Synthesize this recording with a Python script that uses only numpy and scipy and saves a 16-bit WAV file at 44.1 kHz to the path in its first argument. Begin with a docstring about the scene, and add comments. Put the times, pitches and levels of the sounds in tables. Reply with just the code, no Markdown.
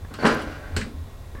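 """Small workshop: a drawer of a steel tool chest is pulled open, over low hum and hiss.
Its slides scrape and squeak, jump the catch with a sheet-metal boom and shake the screwdrivers inside;
it rolls out on ball bearings and clacks against its end stops. Light knocks come before and after.
Blows excite decaying modes plus shaped noise; rolling, rattle and rub are random clicks through such
bodies; the squeak is a wavering sine, the room shaped noise and steady tones."""
import sys
import numpy as np
from scipy import signal
from scipy.fft import rfft, irfft, next_fast_len
from scipy.io import wavfile
from scipy.ndimage import uniform_filter1d

SR = 44100
rng = np.random.default_rng(int(sys.argv[2]) if len(sys.argv) > 2 else 0)


def dump(signal):
    """Clip the signal to [-1, 1] and save it as 16-bit WAV at the path in sys.argv[1]."""
    limited = np.clip(np.atleast_2d(signal).T, -1, 1)
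    pcm = np.round(limited * 32767).astype(np.int16)
    wavfile.write(sys.argv[1], SR, pcm)


N = 61739

# modes of the open drawer: f/Hz, relative level/dB, t60/s
DRAWER_MODES = [(547, -2, .06), (1116, 1, 0.07), (1360, -13, .05), (1660, -2.5, 0.096), (1756, -4, 0.15),
                (2160, -7, .04)]


def undb(db):
    """Decibels to amplitude gain."""
    return 10 ** (np.asarray(db) / 20)


def unit(x):
    """Scale to rms 1."""
    return x / np.sqrt(np.mean(x ** 2))


def clock():
    """Time of each sample in seconds."""
    return np.arange(N) / SR


def fade(curve):
    """Gain over time, linear in dB between (s, dB) points, -200 dB outside them."""
    t_s, db = np.array(curve).T
    return undb(np.interp(clock(), t_s, db, left=-200, right=-200))


def bump(centre_s, length_s):
    """Half-cosine rise and fall, zero outside."""
    return np.cos(np.pi * np.clip((clock() - centre_s) / length_s, -.5, .5))


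def colour(x, points):
    """Minimum-phase filter through (Hz, dB) points, built by folding the cepstrum."""
    size = 2 * next_fast_len(N)
    hz, db = np.array(points).T
    bins_hz = np.fft.rfftfreq(size, 1 / SR)
    log_gain = np.log(undb(np.interp(np.log(bins_hz + 1), np.log(hz), db)))
    cepstrum = irfft(log_gain)
    cepstrum[1:size // 2] *= 2
    cepstrum[size // 2 + 1:] = 0
    response = np.exp(rfft(cepstrum))
    return irfft(rfft(x, size) * response)[:N]


def through(x, response):
    """Excite a body by convolution with its impulse response."""
    return signal.fftconvolve(x, response)[:N]


def ring(modes):
    """Exponentially decaying sine modes of alternating sign, nominal starting rms 1."""
    t = clock()
    out = np.zeros(N)
    for k, (hz, db, t60_s) in enumerate(modes):
        decay = undb(db - 60 * t / t60_s)
        out += decay * np.sin(2 * np.pi * hz * t) * (-1) ** k
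    power = sum(undb(db) ** 2 for _, db, _ in modes) / 2
    return out / np.sqrt(power)


def wash(points, t60_low_s, t60_high_s, crack_db):
    """Crowded modes and near walls as noise: short crack, then tail with separate low and high decay."""
    t = clock()
    noise = unit(colour(rng.standard_normal(N), points))
    low = signal.sosfilt(signal.butter(1, 2500, fs=SR, output="sos"), noise)
    high = noise - low
    low_tail = low * np.exp(-np.log(1000) * t / t60_low_s)
    high_tail = high * np.exp(-np.log(1000) * t / t60_high_s)
    crack = undb(crack_db) * noise * np.exp(-t / 0.0034)
    return low_tail + high_tail + crack


def strike(blows, modes, ring_db, points, t60_low_s, t60_high_s, crack_db):
    """Blows on one body; a softer contact has a lower low-pass cut-off."""
    out = np.zeros(N)
    tone = undb(ring_db) * ring(modes)
    for t_s, db, cutoff_hz in blows:
        contact = signal.butter(2, min(cutoff_hz, .45 * SR), fs=SR, output="sos")
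        body = tone + wash(points, t60_low_s, t60_high_s, crack_db)
        hit = signal.sosfilt(contact, body)
        start = int(t_s * SR)
        out[start:] += undb(db) * hit[:N - start]
    return out


def clicks(per_s, scatter_db):
    """Tiny impacts at random times with random sign and exponential dB scatter."""
    happens = rng.random(N) < per_s / SR
    sign = np.sign(rng.standard_normal(N))
    strength = undb(scatter_db * np.minimum(rng.exponential(size=N), 3))
    return happens * sign * strength


def chest():
    """Blows boom in the sheet-steel modes of chest and drawer."""
    # blows: t/s, relative level/dB, contact cut-off f/Hz
    thumps = [(.109, -14.5, 298), (.141, -25, 395), (.188, -13, 1070), (.226, -9, 700), (.2345, -1.5, 850),
              (.2435, 0.5, 1030), (.2485, 2.5, 1740), (.2535, -0.5, 8000), (.2625, -4.5, 12000),
              (.289, -6.5, 2500), (.328, -4.5, 605), (.341, -23, 505), (.432, -10.5, 460),
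              (.707, -22.5, 404), (.7675, -6, 444), (.815, -24, 295), (.864, -9.5, 277),
              (1.376, -20.5, 247)]
    # sheet-steel modes: f/Hz, relative level/dB, t60/s
    chest_modes = [(139, -1.5, 0.37), (230.3, 3.5, 0.32), (271, -14, 0.94), (307.3, -5, 0.58),
                   (415.3, -2, 0.39), (552, -36, 0.56), (645, -22, 0.93), (822, -1.5, 0.45),
                   (884, -16, 0.22), (1011, -12, 0.61), (1173, -14, 0.59), (1393, -4, 0.12),
                   (1663, -5.5, 0.31), (1763, -6.5, 0.43)]
    # dense modes between them: f/Hz, relative spectral level/dB
    chest_wash = [(60, -42.5), (100, -31), (135, -9.5), (185, -8), (270, 3), (370, -5.5), (480, 0.5),
                  (700, -10.5), (1300, -3), (2000, -10.5), (3100, -18), (3600, -21.5), (5000, -25),
                  (8000, -30.5), (11000, -32.5), (16000, -68)]
    level_db, ring_db, t60_s = -22.5, -1, 0.39
    return undb(level_db) * strike(thumps, chest_modes, ring_db, chest_wash, t60_s, t60_s, crack_db=8.5)


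def stops():
    """Slides hit catch and end stops: steel modes clack, dense modes clatter."""
    # hits: t/s, relative level/dB, contact cut-off f/Hz
    stop_hits = [(.1390, -16.5, 14000), (.7648, 0, 16200), (.7672, -3, 5000), (.812, -7, 7100),
                 (.8165, -23, 9000)]
    # drawer modes at the stop: f/Hz, relative level/dB, t60/s
    stop_modes = [(208, 16.5, 0.18), (406, -1, 0.076), (1452, 10.5, 0.12), (1542, 9.5, 0.087),
                  (1650, 0, 0.19), (1740, -20, 0.21), (1942, -14, 0.1), (2690, 4, 0.13), (3000, 6.5, 0.12),
                  (4230, 4, 0.14), (4360, -15, 0.14), (4400, -6, 0.086), (7670, -16, 0.22),
                  (8027, -1, 0.12)]
    # clatter: f/Hz, relative spectral level/dB
    stop_wash = [(150, 10), (400, -3), (800, -9.5), (1200, -3.5), (1600, 0), (2400, -2), (3500, -9),
                 (4300, -3), (6300, -11.5), (8200, -6), (10000, -19.5), (16000, -32)]
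    level_db, ring_db, crack_db = -27.5, 4, -2
    t60_low_s, t60_high_s = 0.33, 0.2
    return undb(level_db) * strike(stop_hits, stop_modes, ring_db, stop_wash, t60_low_s, t60_high_s, crack_db)


def slides():
    """Ball bearings patter along the rails and ring their modes."""
    # rolling gain: t/s, level/dB
    roll = [(.08, -84), (.11, -46.5), (.18, -50), (.2, -34.5), (.26, -22.5), (.42, -34.5), (.48, -39),
            (.56, -40.5), (.65, -42.5), (.72, -42.5), (.765, -43), (.8, -76)]
    # patter spectrum: f/Hz, relative spectral level/dB
    roll_colour = [(70, -40.5), (130, 2.5), (300, 1), (460, -4), (620, 2), (950, -12), (1400, -6.5),
                   (2200, -10), (2700, -17.5), (4200, -24), (6000, -31), (9000, -34), (14000, -47)]
    # rail modes: f/Hz, relative level/dB, t60/s
    rail_modes = [(270.4, 6.5, 0.26), (431.3, -1.5, 0.35), (527, -3.5, 0.33), (593, -0.5, 0.27),
                  (624, -16, .2), (1036, 3.5, 0.1), (1660, -11, 0.027), (2000, -24, 0.089)]
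    balls_per_s, scatter_db, rail_db = 1400, 2, -8.5
    balls = clicks(balls_per_s, scatter_db)
    patter = unit(through(balls, wash(roll_colour, 0.15, 0.17, crack_db=2.5)))
    rails = unit(through(balls, ring(rail_modes)))
    return fade(roll) * (patter + undb(rail_db) * rails)


def squeak():
    """The catch rubs with short whistles, a sine of randomly wavering frequency, before it lets go."""
    # whistles: centre t/s, length/s, peak level/dB rms
    squeaks = [(0.206, 0.044, -46.5), (0.238, .02, -42)]
    centre_hz, waver_rms = 4455, 0.018  # waver as a fraction of centre_hz
    waver = unit(uniform_filter1d(rng.standard_normal(N), size=90))
    hz = centre_hz * (1 + waver_rms * waver)
    tone = unit(np.sin(2 * np.pi * np.cumsum(hz) / SR))
    return tone * sum(undb(db) * bump(t_s, length_s) for t_s, length_s, db in squeaks)


def tools():
    """Screwdrivers stir at the first tug and jostle after the jolt: random clicks through shaped noise."""
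    # rattle gain: t/s, level/dB
    rattle = [(.137, -74), (.141, -42.5), (.18, -46.5), (.245, -49), (.265, -25.5), (.285, -28),
              (.33, -32.5), (.37, -42), (.42, -41.5), (.47, -52.5), (.54, -47.5), (.62, -62)]
    # rattle spectrum: f/Hz, relative spectral level/dB
    rattle_colour = [(500, -26), (1200, 12.5), (2200, -1), (3100, 7.5), (3500, -8.5), (4200, -1.5),
                     (6000, -4.5), (8500, -19.5), (11000, -34), (16000, -54)]
    rattles_per_s, scatter_db, t60_s = 1100, 0, 0.072
    hits = clicks(rattles_per_s, scatter_db)
    return fade(rattle) * unit(through(hits, wash(rattle_colour, t60_s, t60_s, crack_db=1)))


def steel_ticks():
    """Steel parts tick together: decaying bursts of band-passed noise."""
    # ticks: t/s, starting level/dB rms, reference f/Hz (band 0.733 to 0.976 of it), t60/s
    ticks = [(0.139, -43, 13400, 0.013), (.271, -36.5, 9800, 0.069), (.3265, -49, 12500, .025),
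             (.347, -44, 13000, .02), (.419, -49.5, 11100, .09), (.7652, -40.5, 13500, 0.02),
             (0.813, -31, 2200, .06)]
    out = np.zeros(N)
    for t_s, db, hz, t60_s in ticks:
        age_s = clock() - t_s
        edges_hz = [0.733 * hz, min(0.976 * hz, .48 * SR)]
        band = signal.butter(2, edges_hz, "bandpass", fs=SR, output="sos")
        noise = unit(signal.sosfilt(band, rng.standard_normal(N)))
        decay = (age_s > 0) * np.exp(-np.log(1000) * abs(age_s) / t60_s)
        out += undb(db) * noise * decay
    return out


def knocks():
    """Light knocks on the drawer: its modes and a short crack of noise."""
    # knocks: t/s, relative level/dB, contact cut-off f/Hz
    knock_hits = [(.048, 0.5, 2480), (1.3495, 2.5, 3000), (1.362, -11, 2520), (1.375, -7, 2500),
                  (1.386, -11, 2500)]
    # dense modes: f/Hz, relative spectral level/dB
    knock_wash = [(200, 10), (600, -6.5), (1800, -0.5), (2600, -18.5), (5000, -22), (16000, -36)]
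    level_db, ring_db, t60_s, crack_db = -46.5, -3, 0.045, 13
    return undb(level_db) * strike(knock_hits, DRAWER_MODES, ring_db, knock_wash, t60_s, t60_s, crack_db)


def rub():
    """Light rubbing keeps the open drawer ringing: random clicks through its modes."""
    # rub gain: t/s, level/dB
    rub_gain = [(1.352, -53), (1.364, -47.5), (1.4, -46.5)]
    rubs_per_s, scatter_db = 890, 1
    return fade(rub_gain) * unit(through(clicks(rubs_per_s, scatter_db), ring(DRAWER_MODES)))


def room_tone(hz):
    """Steady sine of rms 1 at random phase."""
    return np.sqrt(2) * np.sin(2 * np.pi * (hz * clock() + rng.random()))


def workshop():
    """Rumble and hiss as shaped noise, faint steady tones, and brief swells of low hum."""
    # room noise: f/Hz, relative spectral level/dB
    room_colour = [(12, -25), (20, -2.5), (96, -8), (216, -23), (270, -19), (319, -32), (347, -24),
                   (422, -25.5), (678, -27), (897, -31), (1090, -30), (1190, -33.5), (1860, -37),
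                   (3160, -43), (3440, -41.5), (5380, -45.5), (16000, -50.5)]
    # steady tones: f/Hz, level/dB rms
    hum_tones = [(83, -45), (1066, -64.5), (1900, -68.5), (3499, -69.5), (3854, -72), (3914, -76)]
    # hum swells: centre t/s, length/s, f/Hz, peak level/dB rms
    hum_swells = [(0.039, 0.054, 82.7, -34.5), (0.761, 0.089, 85, -26.5), (1, 0.11, 79.86, -29.5)]
    room_db = -39
    air = undb(room_db) * unit(colour(rng.standard_normal(N), room_colour))
    hum = sum(undb(db) * room_tone(hz) for hz, db in hum_tones)
    swells = sum(undb(db) * room_tone(hz) * bump(t_s, length_s) for t_s, length_s, hz, db in hum_swells)
    return air + hum + swells


def scene():
    """Sum of all sources at one microphone."""
    drawer = chest() + stops() + slides() + squeak()
    contents = tools() + steel_ticks()
    handling = knocks() + rub()
    return (drawer + contents + handling + workshop())[None]


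def record(dry):
    """The recorder cuts the top: steep elliptic low-pass."""
    top_hz = 15900
    low_pass = signal.ellip(10, .2, 80, top_hz, fs=SR, output="sos")  # .2 dB ripple, 80 dB stop band
    return signal.sosfilt(low_pass, dry)


dry = scene()
out = record(dry)
dump(out)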